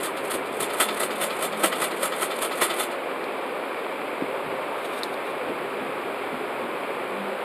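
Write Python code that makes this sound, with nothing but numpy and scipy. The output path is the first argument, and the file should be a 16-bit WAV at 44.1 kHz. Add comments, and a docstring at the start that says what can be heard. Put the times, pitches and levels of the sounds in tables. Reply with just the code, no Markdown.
"""In a hissing room, close to a small microphone, dry paper flicks come about five a second for three seconds.
Each flick slides in, slaps twice and is followed by a soft return stroke: friction noise and crackle
under contact envelopes, partly filtered by the resonances of a hollow body.
Then a hand turns a paperback page and smooths it: faint rustle, air, snaps (one sharp), taps, dull bumps.
Behind lie filtered-noise rush, hiss and rumble, and a faint hum of wavering sines."""
import sys
import numpy as np
from scipy import signal
from scipy.fft import rfft, irfft
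from scipy.io import wavfile
from scipy.ndimage import uniform_filter1d

SR = 44100
rng = np.random.default_rng(int(sys.argv[2]) if len(sys.argv) > 2 else 0)


def wav_record(signal):
    """Record a signal, one row per channel, as 16-bit PCM in the file named by sys.argv[1]."""
    frames = np.transpose(np.atleast_2d(signal))
    bounded = np.clip(frames, -1, 1)
    # unit amplitude maps onto the largest positive 16-bit level
    quanta = np.round(bounded * 32767).astype(np.int16)
    wavfile.write(sys.argv[1], SR, quanta)


N = 328104  # samples

# All levels are relative: later gains, filters and normalisation also act on them.

# resonances of the struck body: f/Hz, bandwidth/Hz, level/dB
BODY_MODES = [(340, 21, -2.5), (617, 93, -3), (930, 37, -12.5), (1276, 41, -0.5), (1979, 73, -5.5),
              (2320, 25, -8.5), (2833, 21, -11.5), (3010, 30, -11), (3190, 64, -10.5), (3525, 41, -6),
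              (4200, 19, -11.5)]
# spectrum of the first, full knock: f/Hz, level/dB per Hz
KNOCK_SPECTRUM = [(150, -29), (320, 3.5), (650, -3.5), (900, 0), (1300, 9), (1650, -4), (2100, -3),
                  (3400, -7), (4700, -23), (5800, -17)]
# broad spectrum of the rubbing slaps: f/Hz, level/dB per Hz
SLAP_SPECTRUM = [(150, -11), (300, -4.5), (700, -3), (1300, 5), (1650, -6), (2100, -3), (3400, -3),
                 (4700, -7.5), (5800, -24), (7000, -14)]
# spectrum of the thump under a hard flick: f/Hz, level/dB per Hz
THUMP_SPECTRUM = [(20, 0), (45, -5), (70, 10), (110, -30), (200, -25)]
# spectrum of the crackle within a stroke, shared by the page's crinkles: f/Hz, level/dB per Hz
FLECK_SPECTRUM = [(1200, 5), (2400, 5.5), (3600, 1.5), (4700, 0), (5900, -18), (8500, -9.5), (13000, -18)]
# spectrum of the paper's sizzle, shared by the page: f/Hz, level/dB per Hz
SIZZLE_SPECTRUM = [(4500, -31), (6100, -5), (7000, -10.5), (7800, -4.5), (8600, 3.5), (10200, -0.5),
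                   (11300, 2), (12400, -4), (14500, -8), (16000, -31)]
# narrow resonances within the sizzle: f/Hz, bandwidth/Hz, level/dB
SIZZLE_MODES = [(7380, 19, 7.5), (8070, 62, 5), (8430, 50, 3), (8720, 110, 8.5), (8800, 40, 2),
                (9570, 45, 8), (9530, 60, -4), (10200, 130, 8.5), (10370, 60, 1), (10820, 76, -6)]
# modulation spectrum of the fluttering sheet: f/Hz, level/dB per Hz
FLUTTER_SPECTRUM = [(40, 3), (160, -3), (400, -12)]
FLUTTER_DB = 1  # rms unevenness of every stroke
FLECKS_PER_S, FLECK_DB = 330, -8.5  # fibres let go one by one; level relative to the rub
SPARKS_PER_S, SPARK_DB = 800, -10.5  # the finest crackle; level relative to the sizzle


def flicks(knock_ring_db=-5.0, level_db=-0.5):
    """Contact noise: friction and crackle radiate directly and through body resonances."""
    knock, rub, sizzle = flick_forces()
    flutter = rms_one(from_db(FLUTTER_DB * noise(FLUTTER_SPECTRUM)))
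    rub, sizzle = rub * flutter, sizzle * flutter

    body = from_db(-2.5) * knock * evened(noise(KNOCK_SPECTRUM))
    body += from_db(-2.5) * rub * noise(SLAP_SPECTRUM, grain_db=2.5)
    body += ringing(np.hypot(from_db(knock_ring_db) * knock, rub), BODY_MODES, vary_db=1.5)
    # grows as the square of the knock, so that hard flicks dominate
    thump = from_db(-33) * knock * (knock / knock.max()) * evened(noise(THUMP_SPECTRUM))
    flecks = from_db(FLECK_DB) * rub * crackle(FLECK_SPECTRUM, FLECKS_PER_S)

    surface = from_db(-7.0) * noise(SIZZLE_SPECTRUM, grain_db=2.0)
    surface += from_db(SPARK_DB) * crackle(SIZZLE_SPECTRUM, SPARKS_PER_S)
    surface_ring = from_db(-8.5) * ringing(sizzle, SIZZLE_MODES, vary_db=0.0)
    return from_db(level_db) * (body + thump + flecks + sizzle * surface + surface_ring)


# flicks: t/s, knock level/dB, sizzle level/dB, second slap level/dB, second slap delay/s, slide level/dB
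FLICKS = [(0.033, -40, -24.5, -28, 0.024, -43), (0.311, -31, -27, -28, 0.032, -37),
          (0.604, -40, -22.5, -25.5, 0.026, -40.5), (0.802, -15, -16, -19, 0.02, -35),
          (1.005, -29, -23.5, -25, 0.03, -34.5), (1.215, -21, -22.5, -23.5, 0.024, -37.5),
          (1.425, -27, -23, -26, 0.022, -36), (1.637, -12.5, -17, -22.5, 0.023, -36.5),
          (1.817, -20, -22, -24, 0.025, -33.5), (2.03, -22.5, -20.5, -25, 0.025, -36.5),
          (2.222, -21.5, -20, -28.5, 0.023, -35), (2.423, -23, -21.5, -27, 0.026, -35),
          (2.615, -13, -19.5, -19.5, 0.022, -35.5), (2.801, -21.5, -21, -28.5, 0.029, -34)]
# the edge catches twice before it lets go: lead/s, level/dB relative to the slide
CATCHES = [(0.058, 1), (0.033, 0)]
# return strokes between the flicks: t/s, rub level/dB, sizzle level/dB
RETURNS = [(0.172, -34, -39), (0.46, -42, -44), (0.703, -32, -43), (0.89, -26.5, -46), (1.111, -30.5, -44),
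           (1.307, -29.5, -43), (1.527, -33.5, -52), (1.726, -27, -44), (1.913, -31.5, -43),
           (2.124, -30, -46), (2.309, -29.5, -51), (2.519, -29.5, -40), (2.703, -25, -36),
           (2.914, -36, -44)]
SLIDE_LEAD_S, SLIDE_RISE_S, SLIDE_DECAY_S = 0.0042, 0.059, 0.019
CATCH_RISE_S, CATCH_DECAY_S = 0.0037, 0.0065
EDGE_RISE_S, EDGE_DECAY_S = 0.0028, 0.015  # the edge lets go abruptly
KNOCK_LAG_S, KNOCK_RISE_S, KNOCK_DECAY_S = 0.008, 0.0075, 0.0062
SECOND_RISE_S, SECOND_DECAY_S = 0.014, 0.022
RETURN_RISE_S, RETURN_DECAY_S = 0.0068, 0.025


def flick_forces(judder_db=3.5, second_rub_db=-3.0, edge_rub_db=-6.0, slide_rub_db=-2.5):
    """Stick-slip friction and impact: powers of successive contacts add; roots give the forces."""
    knock, rub, sizzle = np.zeros((3, N))
    judder = from_db(judder_db * noise([(15, 10), (60, -4), (140, -15)]))  # stick-slip
    for at, knock_db, sizzle_db, second_db, delay, slide_db in FLICKS:
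        slide = burst(at - SLIDE_LEAD_S, SLIDE_RISE_S, SLIDE_DECAY_S)
        slide *= from_db(slide_db + 0.5) ** 2 * judder ** 2
        for lead, catch_db in CATCHES:
            slide += from_db(slide_db + catch_db) ** 2 * burst(at - lead, CATCH_RISE_S, CATCH_DECAY_S)
        edge = from_db(sizzle_db) ** 2 * burst(at, EDGE_RISE_S, EDGE_DECAY_S)
        second = from_db(second_db) ** 2 * burst(at + delay, SECOND_RISE_S, SECOND_DECAY_S)

        knock += from_db(knock_db) ** 2 * burst(at + KNOCK_LAG_S, KNOCK_RISE_S, KNOCK_DECAY_S)
        rub += from_db(slide_rub_db) ** 2 * slide
        rub += from_db(edge_rub_db) ** 2 * edge
        rub += from_db(second_rub_db) ** 2 * second
        sizzle += slide + edge + second
    for at, rub_db, sizzle_db in RETURNS:
        stroke = burst(at, RETURN_RISE_S, RETURN_DECAY_S)
        rub += from_db(rub_db) ** 2 * stroke
        sizzle += from_db(sizzle_db) ** 2 * stroke
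    return np.sqrt(knock), np.sqrt(rub), np.sqrt(sizzle)


# snaps of the turning page: t/s, level/dB, brightness/dB
SNAPS = [(3.241, -31, -20), (5.0333, -16.5, -7), (5.040, -29, -10), (5.1423, -33, -17)]
# the sheet's brief modes after a snap: f/Hz, T60/s, level/dB
SHEET_MODES = [(3620, .009, -5), (4170, 0.0041, 4), (5200, 0.003, -16), (7700, .002, -19),
               (10500, 0.003, -12), (13000, .002, -16)]
# spectrum of a snap: f/Hz, level/dB per Hz
CRACK_SPECTRUM = [(2500, -17), (3700, 14), (4700, 1), (6000, -1), (7500, -2), (10000, -19)]
# spectrum of the page's scrape: f/Hz, level/dB per Hz
SCRAPE_SPECTRUM = [(2500, -24), (3700, 13), (4700, -8), (6000, -4), (8000, -22)]
# air pushed by the page as it is lifted and swung over: t/s, level/dB
SWINGS = [(4.385, -35), (4.745, -31)]
# spectrum of that air: f/Hz, level/dB per Hz
SWISH_SPECTRUM = [(500, -21), (800, 20), (1100, 16), (1500, 4), (2300, -16), (4000, -37)]
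SWING_RISE_S, SWING_DECAY_S = 0.033, 0.037
CRINKLES_PER_S, CRINKLE_DB = 260, 2  # the bending page crinkles; level relative to the rustle force


def page_turn(snap_decay=0.003, tail_decay=0.014, tail_db=-10):
    """Buckling and friction: the sheet pushes air, slides with a fine crackle and snaps."""
    crack = noise(CRACK_SPECTRUM)
    sizzle = noise(SIZZLE_SPECTRUM, grain_db=2.0)
    crinkles = from_db(CRINKLE_DB) * crackle(FLECK_SPECTRUM, CRINKLES_PER_S)
    scrape = from_db(3.0) * noise(SCRAPE_SPECTRUM)
    out = rustle_force() * (from_db(2.3) * sizzle + scrape + crinkles)

    swing = sum(from_db(level_db) ** 2 * burst(at, SWING_RISE_S, SWING_DECAY_S) for at, level_db in SWINGS)
    out += np.sqrt(swing) * noise(SWISH_SPECTRUM)

    clicks = np.zeros(N)
    for at, level_db, bright_db in SNAPS:
        clicks[round(at * SR)] = from_db(level_db)
        power = burst(at, 0.00005, snap_decay)
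        power += from_db(tail_db) ** 2 * burst(at, 0.0001, tail_decay)
        out += from_db(level_db - 12.5) * np.sqrt(power) * (crack + from_db(bright_db) * sizzle)
    return out + struck(clicks, SHEET_MODES)


# scuffs of the sliding page: t/s, level/dB
SCUFFS = [(4.785, -56), (4.857, -47.5), (4.94, -52), (4.988, -48), (5.135, -53), (5.27, -54), (5.305, -55)]
SCUFF_RISE_S, SCUFF_DECAY_S = 0.016, 0.013
PAGE_SLIDE_S, PAGE_SLIDE_DB, PAGE_SLIDE_RISE_S, PAGE_SLIDE_DECAY_S = 4.98, -55, 0.13, 0.07


def rustle_force():
    """Sliding friction: one slow swell, with brief scuffs where the page catches."""
    power = from_db(PAGE_SLIDE_DB) ** 2 * burst(PAGE_SLIDE_S, PAGE_SLIDE_RISE_S, PAGE_SLIDE_DECAY_S)
    for at, level_db in SCUFFS:
        power += from_db(level_db) ** 2 * burst(at, SCUFF_RISE_S, SCUFF_DECAY_S)
    return np.sqrt(power)


# fingertips landing on the book: t/s, level/dB
TAPS = [(4.2212, -13.5), (4.2363, -22)]
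# heavily damped modes of the paper block: f/Hz, T60/s, level/dB
BLOCK_MODES = [(147, 0.05, -15), (290, 0.039, -1), (553, 0.009, -3)]


def taps(low_cut_hz=130):
    """Impulse response: a fingertip briefly rings the paper block, which radiates deep bass poorly."""
    clicks = np.zeros(N)
    for at, level_db in TAPS:
        clicks[round(at * SR)] = from_db(level_db)
    low_cut = signal.butter(2, low_cut_hz, "high", fs=SR, output="sos")
    return signal.sosfilt(low_cut, struck(clicks, BLOCK_MODES))


# bumps of the hand on the book: t/s, level/dB, decay/s, pitch ratio
BUMPS = [(0.352, -23.5, 0.015, 1.47), (0.604, -36.5, 0.018, 0.67), (4.47, -40.5, 0.037, 0.65),
         (5.5, -28.5, 0.04, 1.3), (5.82, -36, 0.089, 0.98), (6.335, -31, 0.023, 0.89),
         (6.64, -34, 0.053, 0.95)]
# spectrum of a bump at pitch ratio 1: f/Hz, level/dB per Hz
BUMP_SPECTRUM = [(40, -41), (90, -26), (150, -5), (270, 9), (450, -4.5), (900, -23), (2000, -45)]


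def bumps():
    """Frequency scaling: dull noise, read faster or slower, gives each soft thud its own pitch."""
    out, dull, t = 0, evened(noise(BUMP_SPECTRUM)), clock()
    for at, level_db, decay, ratio in BUMPS:
        thud = np.interp(at + (t - at) * ratio, t, dull)
        out = out + from_db(level_db) * np.sqrt(burst(at, decay / 2, decay)) * thud
    return out


# low and middle part of the steady room rush: f/Hz, level/dB per Hz
RUSH_SPECTRUM = [(25, -46), (50, -46), (75, -30), (100, -38), (125, -26), (165, -17.5), (205, -12.5),
                 (265, -5.5), (330, -5.5), (400, 1.5), (455, -1.5), (535, 1.5), (700, -6.5), (910, -47)]
# upper part of the rush: f/Hz, level/dB per Hz
AIR_SPECTRUM = [(560, -38), (700, 1), (900, -0.5), (1100, 0.5), (1350, -2.5), (1600, -6), (1950, -8),
                (2350, -4.5), (2850, -13.5), (3400, -15.5), (4100, -22.5), (5000, -29), (5700, -49),
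                (6500, -44)]
# microphone hiss: f/Hz, level/dB per Hz
HISS_SPECTRUM = [(5800, -7), (6600, -11.5), (7600, 1), (9000, 4.5), (11000, 3), (14500, -1.5), (16000, -18)]
# low rumble of slowly varying level, weaker during most of the flicks: t/s, level/dB
RUMBLE_LEVEL = [(0, -56), (0.6, -56), (1.3, -63), (2.0, -66), (3.0, -63), (4.0, -63), (4.45, -55.5),
                (5.0, -59.5), (5.8, -56.5), (6.3, -54), (6.8, -58.5), (7.4, -68)]
# spectrum of the rumble: f/Hz, level/dB per Hz
RUMBLE_SPECTRUM = [(25, -13), (50, -24), (75, -2), (100, -4.5), (125, 5.5), (165, 5.5), (260, -10)]


def room():
    """Stationary noise: rush and hiss, with a rumble of varying level and a faint hum."""
    rush = from_db(-32.5) * noise(RUSH_SPECTRUM)
    rush += from_db(-33) * noise(AIR_SPECTRUM, grain_db=1.5)
    hiss = from_db(-54.5) * noise(HISS_SPECTRUM)
    rumble_db = np.interp(clock(), *np.transpose(RUMBLE_LEVEL))
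    return rush + hiss + from_db(rumble_db) * noise(RUMBLE_SPECTRUM) + hum()


# swells of the low hum: t/s, level/dB, rise/s
HUM_SWELLS = [(.9, -43.5, 0.093), (1.2, -45.5, 0.1), (1.56, -37.5, 0.053), (1.66, -38.5, 0.023),
              (2.02, -46.5, 0.11), (7.21, -35.5, 0.053)]
# gliding centre pitch of the hum: t/s, f/Hz
HUM_PITCH = [(0.8, 213), (1.25, 217), (1.48, 198), (1.57, 218), (1.68, 198), (1.9, 208), (2.15, 213),
             (7.15, 196), (7.4, 202)]
# a weaker tone beneath it
LOW_HUM_HZ, LOW_HUM_S, LOW_HUM_DB, LOW_HUM_RISE_S, LOW_HUM_DECAY_S = 174.4, 1.73, -50.5, 0.95, 0.75


def hum(release_ratio=1.85):
    """Amplitude and frequency modulation: a gliding tone swells over a weaker one without glide."""
    power = sum(from_db(level_db) ** 2 * burst(at, rise, rise * release_ratio)
                for at, level_db, rise in HUM_SWELLS)
    gliding = np.sqrt(power) * tone(np.interp(clock(), *np.transpose(HUM_PITCH)))
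    low = from_db(LOW_HUM_DB) * np.sqrt(burst(LOW_HUM_S, LOW_HUM_RISE_S, LOW_HUM_DECAY_S))
    return gliding + low * tone(LOW_HUM_HZ)


def tone(hz, waver_hz=2.8):
    """Phase is the integral of frequency: a slightly wavering sine of rms 1."""
    waver = waver_hz * noise([(1, 5), (6, -19), (15, -20)])
    return np.sqrt(2) * np.sin(2 * np.pi * np.cumsum(hz + waver) / SR)


CONTACT_MOVES_PER_S = 12  # rate at which the contact's place on the body changes


def ringing(force, modes, vary_db=3.0):
    """Forced resonance: friction noise drives modes, unevenly as the contact moves; rms of the force."""
    drive, out = force * rng.standard_normal(N), 0
    for k, (hz, width_hz, level_db) in enumerate(modes):
        r = np.exp(-np.pi * width_hz / SR)  # pole radius
        poles = [1, -2 * r * np.cos(2 * np.pi * hz / SR), r * r]
        zeros = [(1 - r * r) / 2, 0, (r * r - 1) / 2]
        reached = drive * from_db(level_db + vary_db * wander(CONTACT_MOVES_PER_S))
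        out = out + (-1) ** k * signal.lfilter(zeros, poles, reached)
    return rms_one(out) * np.sqrt(np.mean(force ** 2))


def struck(clicks, modes):
    """Free vibration: each click sets exponentially decaying sines ringing."""
    out = 0
    for k, (hz, t60, level_db) in enumerate(modes):
        r, w = from_db(-60 / (t60 * SR)), 2 * np.pi * hz / SR
        poles = [1, -2 * r * np.cos(w), r * r]
        mode = signal.lfilter([0, np.sin(w)], poles, clicks + 1e-18)
        out = out + (-1) ** k * from_db(level_db) * mode
    return out


def burst(at, rise, decay):
    """Exponential growth and decay of power about a moment; times are amplitude time constants."""
    power = np.zeros(N)
    near = np.arange(max(0, int((at - 10 * rise) * SR)), min(N, int((at + 10 * decay) * SR)))
    t = near / SR - at
    power[near] = np.exp(-2 * np.maximum(-t / rise, t / decay))
    return power + 1e-18


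def crackle(spectrum, per_s):
    """Shot noise: equal clicks of random sign at random moments, filtered to rms 1."""
    signs = rng.choice([-1, 1], N)
    return coloured(signs * (rng.random(N) < per_s / SR), spectrum)


def noise(spectrum, grain_db=0):
    """Filtered Gaussian noise of rms 1; uneven levels of 24-sample grains roughen it."""
    grains = np.repeat(rng.standard_normal(N // 24 + 1), 24)[:N]
    return coloured(rng.standard_normal(N) * from_db(grain_db * grains), spectrum)


def coloured(drive, spectrum):
    """Linear filtering: shape a spectrum, falling away beyond both ends, at rms 1."""
    hz, level_db = np.transpose(spectrum)
    bins = np.arange(N // 2 + 1) * SR / N
    gain = from_db(np.interp(np.log(bins + 1), np.log(hz), level_db))
    gain *= np.minimum(1, (bins / hz[0]) ** 2)
    gain /= 1 + (bins / (2 * hz[-1])) ** 8
    return rms_one(irfft(rfft(drive) * gain, N))


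def evened(x):
    """Short-time normalisation: hold a noise near rms 1, so that a blow has the strength it is given."""
    return x / np.sqrt(uniform_filter1d(x ** 2, size=400) + 1e-6)


def wander(per_s):
    """Random modulation: straight lines between Gaussian knots of standard deviation 1."""
    knots = rng.standard_normal(400)
    return np.interp(clock() * per_s, np.arange(len(knots)), knots)


def from_db(db):
    """Logarithmic level: decibels to amplitude gain."""
    return 10 ** (np.asarray(db) / 20)


def rms_one(x):
    """Mean-square normalisation: scale to rms 1."""
    return x / np.sqrt(np.mean(x ** 2) + 1e-20)


def clock():
    """Uniform sampling: time of every sample in seconds."""
    return np.arange(N) / SR


def scene():
    """Superposition: the pressures add at one microphone, which feeds both channels."""
    return np.tile(flicks() + page_turn() + taps() + bumps() + room(), (2, 1))


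CUTOFF_HZ = 14600


def record(dry, notch_hz=6000, notch_q=9.1):
    """Band limiting: a narrow treble band around 6 kHz is hollowed out and the top is cut steeply."""
    notched = signal.lfilter(*signal.iirnotch(notch_hz, notch_q, fs=SR), dry)
    top_cut = signal.ellip(10, 0.2, 80, CUTOFF_HZ, fs=SR, output="sos")
    return signal.sosfilt(top_cut, notched)


dry = scene()
out = record(dry)
wav_record(out)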